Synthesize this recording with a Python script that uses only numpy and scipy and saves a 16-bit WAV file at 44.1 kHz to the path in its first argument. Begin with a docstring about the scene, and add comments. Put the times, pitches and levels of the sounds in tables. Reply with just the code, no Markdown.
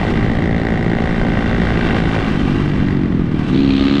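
"""A single-cylinder dirt bike follows another across a frozen lake, heard from the rider's helmet.
From the start each firing thumps, barks and puffs gas; wind buffets the microphone, studs grind the ice.
At 1.9 s the bike ahead rasps louder, then recedes. From 2.3 s the rider rolls off a steady throttle
and the engine burbles down in thuds and knocks. From 3.3 s the engines dissolve into a faster run
with a booming intake, while wind and tyres go on."""
import sys
import numpy as np
from scipy import signal
from scipy.fft import rfft, irfft
from scipy.io import wavfile

SR = 44100
rng = np.random.default_rng(int(sys.argv[2]) if len(sys.argv) > 2 else 0)


def unload_wav(signal):
    """Save mono or channel-first audio to the path in sys.argv[1] as 16-bit WAV at rate SR, clipped to [-1, 1]."""
    wavfile.write(
        sys.argv[1],
        SR,
        np.round(np.clip(np.atleast_2d(signal).T, -1, 1) * 32767).astype(np.int16),
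    )


N = 176400
TIME = np.arange(N) / SR


def from_db(db):
    """Decibels to gain."""
    return 10 ** (np.asarray(db) / 20)


def unit_rms(x):
    """Scale to unit power."""
    return x / np.sqrt(np.mean(x ** 2) + 1e-20)


def curve(rows, column=1):
    """One table column at every sample."""
    rows = np.array(rows)
    return np.interp(TIME, rows[:, 0], rows[:, column])


def swells(rows, width_s):
    """Gaussian bump of gain at each (time_s, level_db)."""
    return sum(from_db(db) * np.exp(-.5 * ((TIME - s) / width_s) ** 2) for s, db in rows)


def drift(rate_hz):
    """Slow random wander, unit RMS."""
    hop, warmup = 40, 2000
    pole = np.exp(-2 * np.pi * rate_hz * hop / SR)
    noise = rng.standard_normal(N // hop + warmup + 2)
    slow = signal.lfilter([1], [1, -2 * pole, pole * pole], noise)[warmup:]
    return np.interp(np.arange(N) / hop, np.arange(len(slow)), unit_rms(slow))


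def body(x, spectrum, size=8192):
    """Ring x through a minimum-phase response given as (freq_hz, gain_db)."""
    hz, db = np.transpose(list(spectrum) + [(SR / 2, spectrum[-1][1] - 100)])
    grid_hz = np.maximum(np.arange(size // 2 + 1) * SR / size, 1)
    gain = from_db(np.interp(np.log(grid_hz), np.log(hz), db))
    cepstrum = irfft(np.log(gain))
    causal_fold = np.r_[1, np.full(size // 2 - 1, 2), 1, np.zeros(size // 2 - 1)]
    impulse = irfft(np.exp(rfft(cepstrum * causal_fold)))[:size // 2]
    return signal.fftconvolve(x, impulse)[:N]


def firing_times(rate_rows, anchor_s):
    """One firing per engine cycle, one of them at anchor_s."""
    cycles = np.cumsum(curve(rate_rows)) / SR
    cycles -= np.interp(anchor_s, TIME, cycles)
    return np.interp(np.arange(np.ceil(cycles[0]), cycles[-1]), cycles, TIME)


def pulses(times, uneven_db, jitter_s):
    """A click per firing, scattered in strength and time."""
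    strength, timing = rng.standard_normal((400, 2))[:len(times)].T
    onsets = np.clip((times + jitter_s * timing) * SR, 0, N - 1).astype(int)
    clicks = np.zeros(N)
    clicks[onsets] = unit_rms(from_db(uneven_db * strength))
    return clicks


def gas_puffs(clicks, decay_s):
    """Turbulence dying away after each click."""
    envelope = signal.lfilter([1], [1, -np.exp(-1 / (decay_s * SR))], clicks + 1e-18)
    return unit_rms(envelope) * rng.standard_normal(N)


def off_ice(x, delay_s=.00256, echo_gain=.38):
    """Direct sound plus its reflection from the ice: a hollow colour."""
    return x + echo_gain * np.interp(TIME - delay_s, TIME, x, left=0)


# Ridden engine speed: time_s, firing_hz
RIDDEN_RATE = [(0,56.25),(.28,56.3),(.48,56.85),(.75,56.7),(1,56.8),(1.33,57.1),(1.9,57.25),(2.07,56.3),(2.15,54.9),(2.27,54.3),(2.35,50.2),(2.45,47.5),(2.55,49.4),(2.65,49.4),(2.92,47.4),(3.1,44.6),(3.27,40.4),(3.5,36.3)]
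# Ridden engine load: time_s, pull_db, pipe_ring_db, overrun_thud_db, overrun_rattle_db
THROTTLE = [(0,-2.5,-15,-37,-15),(.3,-1.5,-20,-10,-29),(1.1,-0.5,-1,-21,-22),(1.5,-2,2,-6,-6),(1.85,-2,5.5,-21,-28),(2.22,-3.5,1.5,-10,-18),(2.36,-9,-6,-0.5,-24),(2.65,-45,-24,-2,-3),(2.9,-29,-12,-0.5,-1),(3.08,-31.5,-24,0,-7),(3.5,-28,-23,-0.5,-18)]
# Exhaust responses to a firing: freq_hz, gain_db
BARK = [(100,-15),(400,9),(510,21),(630,20),(680,12),(770,23),(880,7),(1030,5),(1330,-7),(1540,11),(1700,6),(1880,18),(2010,14.5),(2120,14),(2450,-9),(3600,-5),(5000,-23),(12000,-66)]
THUMP = [(30,-5.5),(57,5.5),(113,19.5),(172,30),(230,29.5),(290,23),(345,25.5),(400,27),(470,13.5),(700,7.5),(1500,-35.5)]
PIPE_RING = [(300,-15.5),(950,0),(1120,-3),(1270,-14.5),(1430,10),(1600,10.5),(1800,-15),(2300,-35),(3500,-4.5)]
# Outrushing gas and its gruff surges: freq_hz, density_db
GAS_RASP = [(100,-18),(300,-11.5),(750,-18.5),(1150,-31),(1900,-18),(2600,-38),(3600,-33.5),(5000,-44.5),(8000,-53),(12000,-73.5)]
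CHUFF = [(150,-10.5),(400,-13),(600,-17.5),(850,-22.5),(1200,-30),(4000,-60)]
# Surges as the throttle is worked: time_s, level_db
CHUFF_PEAKS = [(.035,2),(.99,-6),(1.955,-2),(2.185,-3)]
def ridden_bike():
    """Under throttle each firing thumps, barks, rings the pipe and lets out a puff of gas."""
    times = firing_times(RIDDEN_RATE, anchor_s=.7392)
    clicks = pulses(times, uneven_db=1.0, jitter_s=.00001)
    thumps = pulses(times + .00075, uneven_db=1.45, jitter_s=.00005)
    puffs = gas_puffs(clicks, decay_s=.0045)
    pull = body(puffs, GAS_RASP) - body(clicks, BARK) + body(thumps, THUMP)
    ring = from_db(curve(THROTTLE, column=2)) * body(clicks, PIPE_RING)
    chuffs = body(puffs * swells(CHUFF_PEAKS, width_s=.024), CHUFF)
    return from_db(curve(THROTTLE)) * pull - ring + off_ice(chuffs)


# Leading engine speed: time_s, firing_hz
AHEAD_RATE = [(0,51),(1.2,51),(1.55,53),(1.66,51.8),(1.8,51.7),(1.95,52.7),(2.05,53.7),(2.3,53.4),(3.5,51)]
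# Its loudness: time_s, level_db
AHEAD_LEVEL = [(0,-9.5),(.7,-15),(1.2,-10.5),(1.5,-7.5),(1.72,-9),(1.88,1.5),(1.96,-3),(2.02,-6.5),(2.2,-2.5),(2.4,-8.5),(2.8,-11),(3.1,-24),(3.5,-16.5)]
# Its exhaust response: freq_hz, gain_db
AHEAD_BARK = [(30,-8),(52,27),(104,27),(155,22),(210,30),(320,19),(480,4),(700,13),(1100,6),(1600,10),(2200,10),(2450,0),(2800,12),(3100,4),(3600,2),(5000,-25)]
# Its outrushing gas: freq_hz, density_db
AHEAD_RASP = [(100,-12),(500,-15),(1000,-28),(1600,-19),(2200,-22),(3200,-31),(5000,-41),(8000,-57.5)]
def bike_ahead():
    """The leading exhaust points back at the rider and beats against the near engine."""
    times = firing_times(AHEAD_RATE, anchor_s=1.7925)
    clicks = pulses(times, uneven_db=1.3, jitter_s=.00003)
    rasp = body(gas_puffs(clicks, decay_s=.0035), AHEAD_RASP)
    return from_db(curve(AHEAD_LEVEL)) * (body(clicks, AHEAD_BARK) + rasp)


# Wind rumble: freq_hz, density_db
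WIND_RUMBLE = [(15,-3.5),(30,-2.5),(50,0.5),(80,-1.5),(130,-1.5),(220,-3),(330,-8),(480,-19),(800,-26),(2000,-30),(12000,-81)]
# Wind strength and deep buffets: time_s, level_db
WIND_LEVEL = [(0,3.7),(.7,1.6),(1.7,3.2),(2.4,1.4),(2.8,3.4),(4,-1.3)]
BUFFET_PEAKS = [(.29,-19),(1.21,-15),(1.88,-22),(2.09,-22)]
def wind(lumpy_db=.6, eddy_hz=40.8):
    """Air rumbles unevenly at the microphone; eddies add a few deep buffets."""
    turbulence = rng.standard_normal(N) * from_db(curve(WIND_LEVEL) + lumpy_db * drift(rate_hz=13))
    pitch_hz = eddy_hz * (1 + .24 * drift(rate_hz=34.2))
    eddies = np.sin(2 * np.pi * np.cumsum(pitch_hz) / SR)
    return body(turbulence, WIND_RUMBLE) + swells(BUFFET_PEAKS, width_s=.025) * eddies


# Studs on ice: freq_hz, density_db
ICE_GRIND = [(200,-21),(600,-21.5),(1100,-22),(2000,-27),(3300,-30),(4300,-39),(5300,-43),(6500,-50),(8500,-54.5),(10000,-60.5),(12000,-73.5)]
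# Grinding strength: time_s, level_db
ICE_LEVEL = [(0,3),(.28,0),(.5,-5),(1.1,0),(1.9,3),(2.4,4),(2.8,-1),(3.05,-6),(3.3,-6.5),(3.48,2),(3.65,-2),(4,-1)]
def tyres(patchy_db=1.5, chips_per_s=2700, chip_gain=.12):
    """Studs grind the ice and throw up small chips."""
    sizes = from_db(5 * np.minimum(rng.exponential(1, N), 4))
    chips = (rng.random(N) < chips_per_s / SR) * rng.choice([-1, 1], N) * sizes
    grind = rng.standard_normal(N) + chip_gain * unit_rms(chips)
    level_db = curve(ICE_LEVEL) + patchy_db * drift(rate_hz=29)
    return body(grind * from_db(level_db), ICE_GRIND)


# Overrun responses to a firing: freq_hz, gain_db
THUD = [(30,-21),(60,14),(100,18),(125,25),(146,37),(185,33),(235,32.5),(310,31.5),(400,20),(490,-4),(900,-10),(2000,-12)]
RATTLE = [(200,-17.5),(700,-44.5),(1450,-33),(1880,-23.5),(2130,-24),(2350,-43),(2800,-39.5),(4000,-40.5),(8000,-67.5)]
def overrun(knock_db=31):
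    """Firings give dull thuds, ringing knocks and a dry rattle, strongest with the throttle closed."""
    times = firing_times(RIDDEN_RATE, anchor_s=3.0568)
    clicks = pulses(times, uneven_db=1.1, jitter_s=.0001)
    knocks = from_db(knock_db) * pulses(times, uneven_db=2.5, jitter_s=.0001)
    thuds = body(clicks * from_db(curve(THROTTLE, column=3)), THUD)
    rattle = body(knocks + gas_puffs(clicks, decay_s=.004), RATTLE)
    return thuds + from_db(curve(THROTTLE, column=4)) * off_ice(rattle)


# Engine speed on the faster run: time_s, firing_hz
FAST_RATE = [(3.42,58.8),(3.46,60),(3.6,69.2),(3.63,69.3),(3.71,67.3),(3.8,67.9),(3.89,69.3),(3.94,70.3),(4,69.8)]
# Engine load: time_s, boom_db, crack_db, rasp_db
FAST_LOAD = [(3.46,-7,-14,-16),(3.51,3,-12,-13),(3.55,3,-8,6),(3.62,4.5,-10,1),(3.76,2.5,-9,1),(3.8,-1,-1,1),(3.88,1.5,2,1.5),(4,1.5,0,-.5)]
# Intake and exhaust responses to a firing: freq_hz, gain_db
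INTAKE_BOOM = [(30,14),(68,4),(135,22),(205,32.5),(240,38),(275,37.5),(340,25),(480,11),(620,0),(850,-17.5)]
FAST_CRACK = [(200,-20),(480,8),(620,11),(750,-2),(1080,2),(1230,17),(1400,4),(1550,8),(1750,6),(2150,9),(2500,-4),(3400,-6),(4400,-2),(5200,-21),(8000,-32)]
FAST_RING = [(1200,-25),(2250,1),(2750,4),(3400,-1),(5000,-20)]
# Outrushing gas: freq_hz, density_db
FAST_RASP = [(100,-32),(330,-3),(600,-29),(1700,-28),(2400,-22),(4300,-23),(4900,-40),(7700,-50),(10000,-69)]
def fast_run():
    """Higher revs: the intake growls, then booms; the exhaust cracks, rings and rasps brightly."""
    times = firing_times(FAST_RATE, anchor_s=3.8238)
    gulps = pulses(times, uneven_db=1.3, jitter_s=.00004)
    clicks = pulses(times, uneven_db=1.0, jitter_s=.00001)
    growl = body(gulps * swells([(3.535, 2), (3.61, -8)], width_s=.032), THUD)
    boom = from_db(curve(FAST_LOAD)) * body(gulps, INTAKE_BOOM)
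    crack = from_db(curve(FAST_LOAD, column=2)) * body(clicks, FAST_CRACK)
    ring = body(clicks, FAST_RING)
    rasp = from_db(curve(FAST_LOAD, column=3)) * body(gas_puffs(clicks, decay_s=.007), FAST_RASP)
    return rasp - (growl + boom + crack + ring)


def scene(dissolve_s=(3.32, 3.8)):
    """The chase dissolves into the faster run; wind and tyres go on throughout."""
    fade = np.interp(TIME, dissolve_s, [0, 1])
    chase = ridden_bike() + overrun() + off_ice(bike_ahead())
    engines = np.sqrt(1 - fade) * chase + fade * fast_run()
    return (engines + wind() + off_ice(tyres()))[None]


def record(dry):
    """Soft-clip the peaks, then cut the top treble."""
    ceiling, cutoff_hz = .8, 14800
    rounded = dry / (1 + (dry / ceiling) ** 8) ** (1 / 8)
    return signal.sosfilt(signal.cheby2(12, 70, cutoff_hz, fs=SR, output="sos"), rounded)


dry = scene()
out = record(dry)
unload_wav(out)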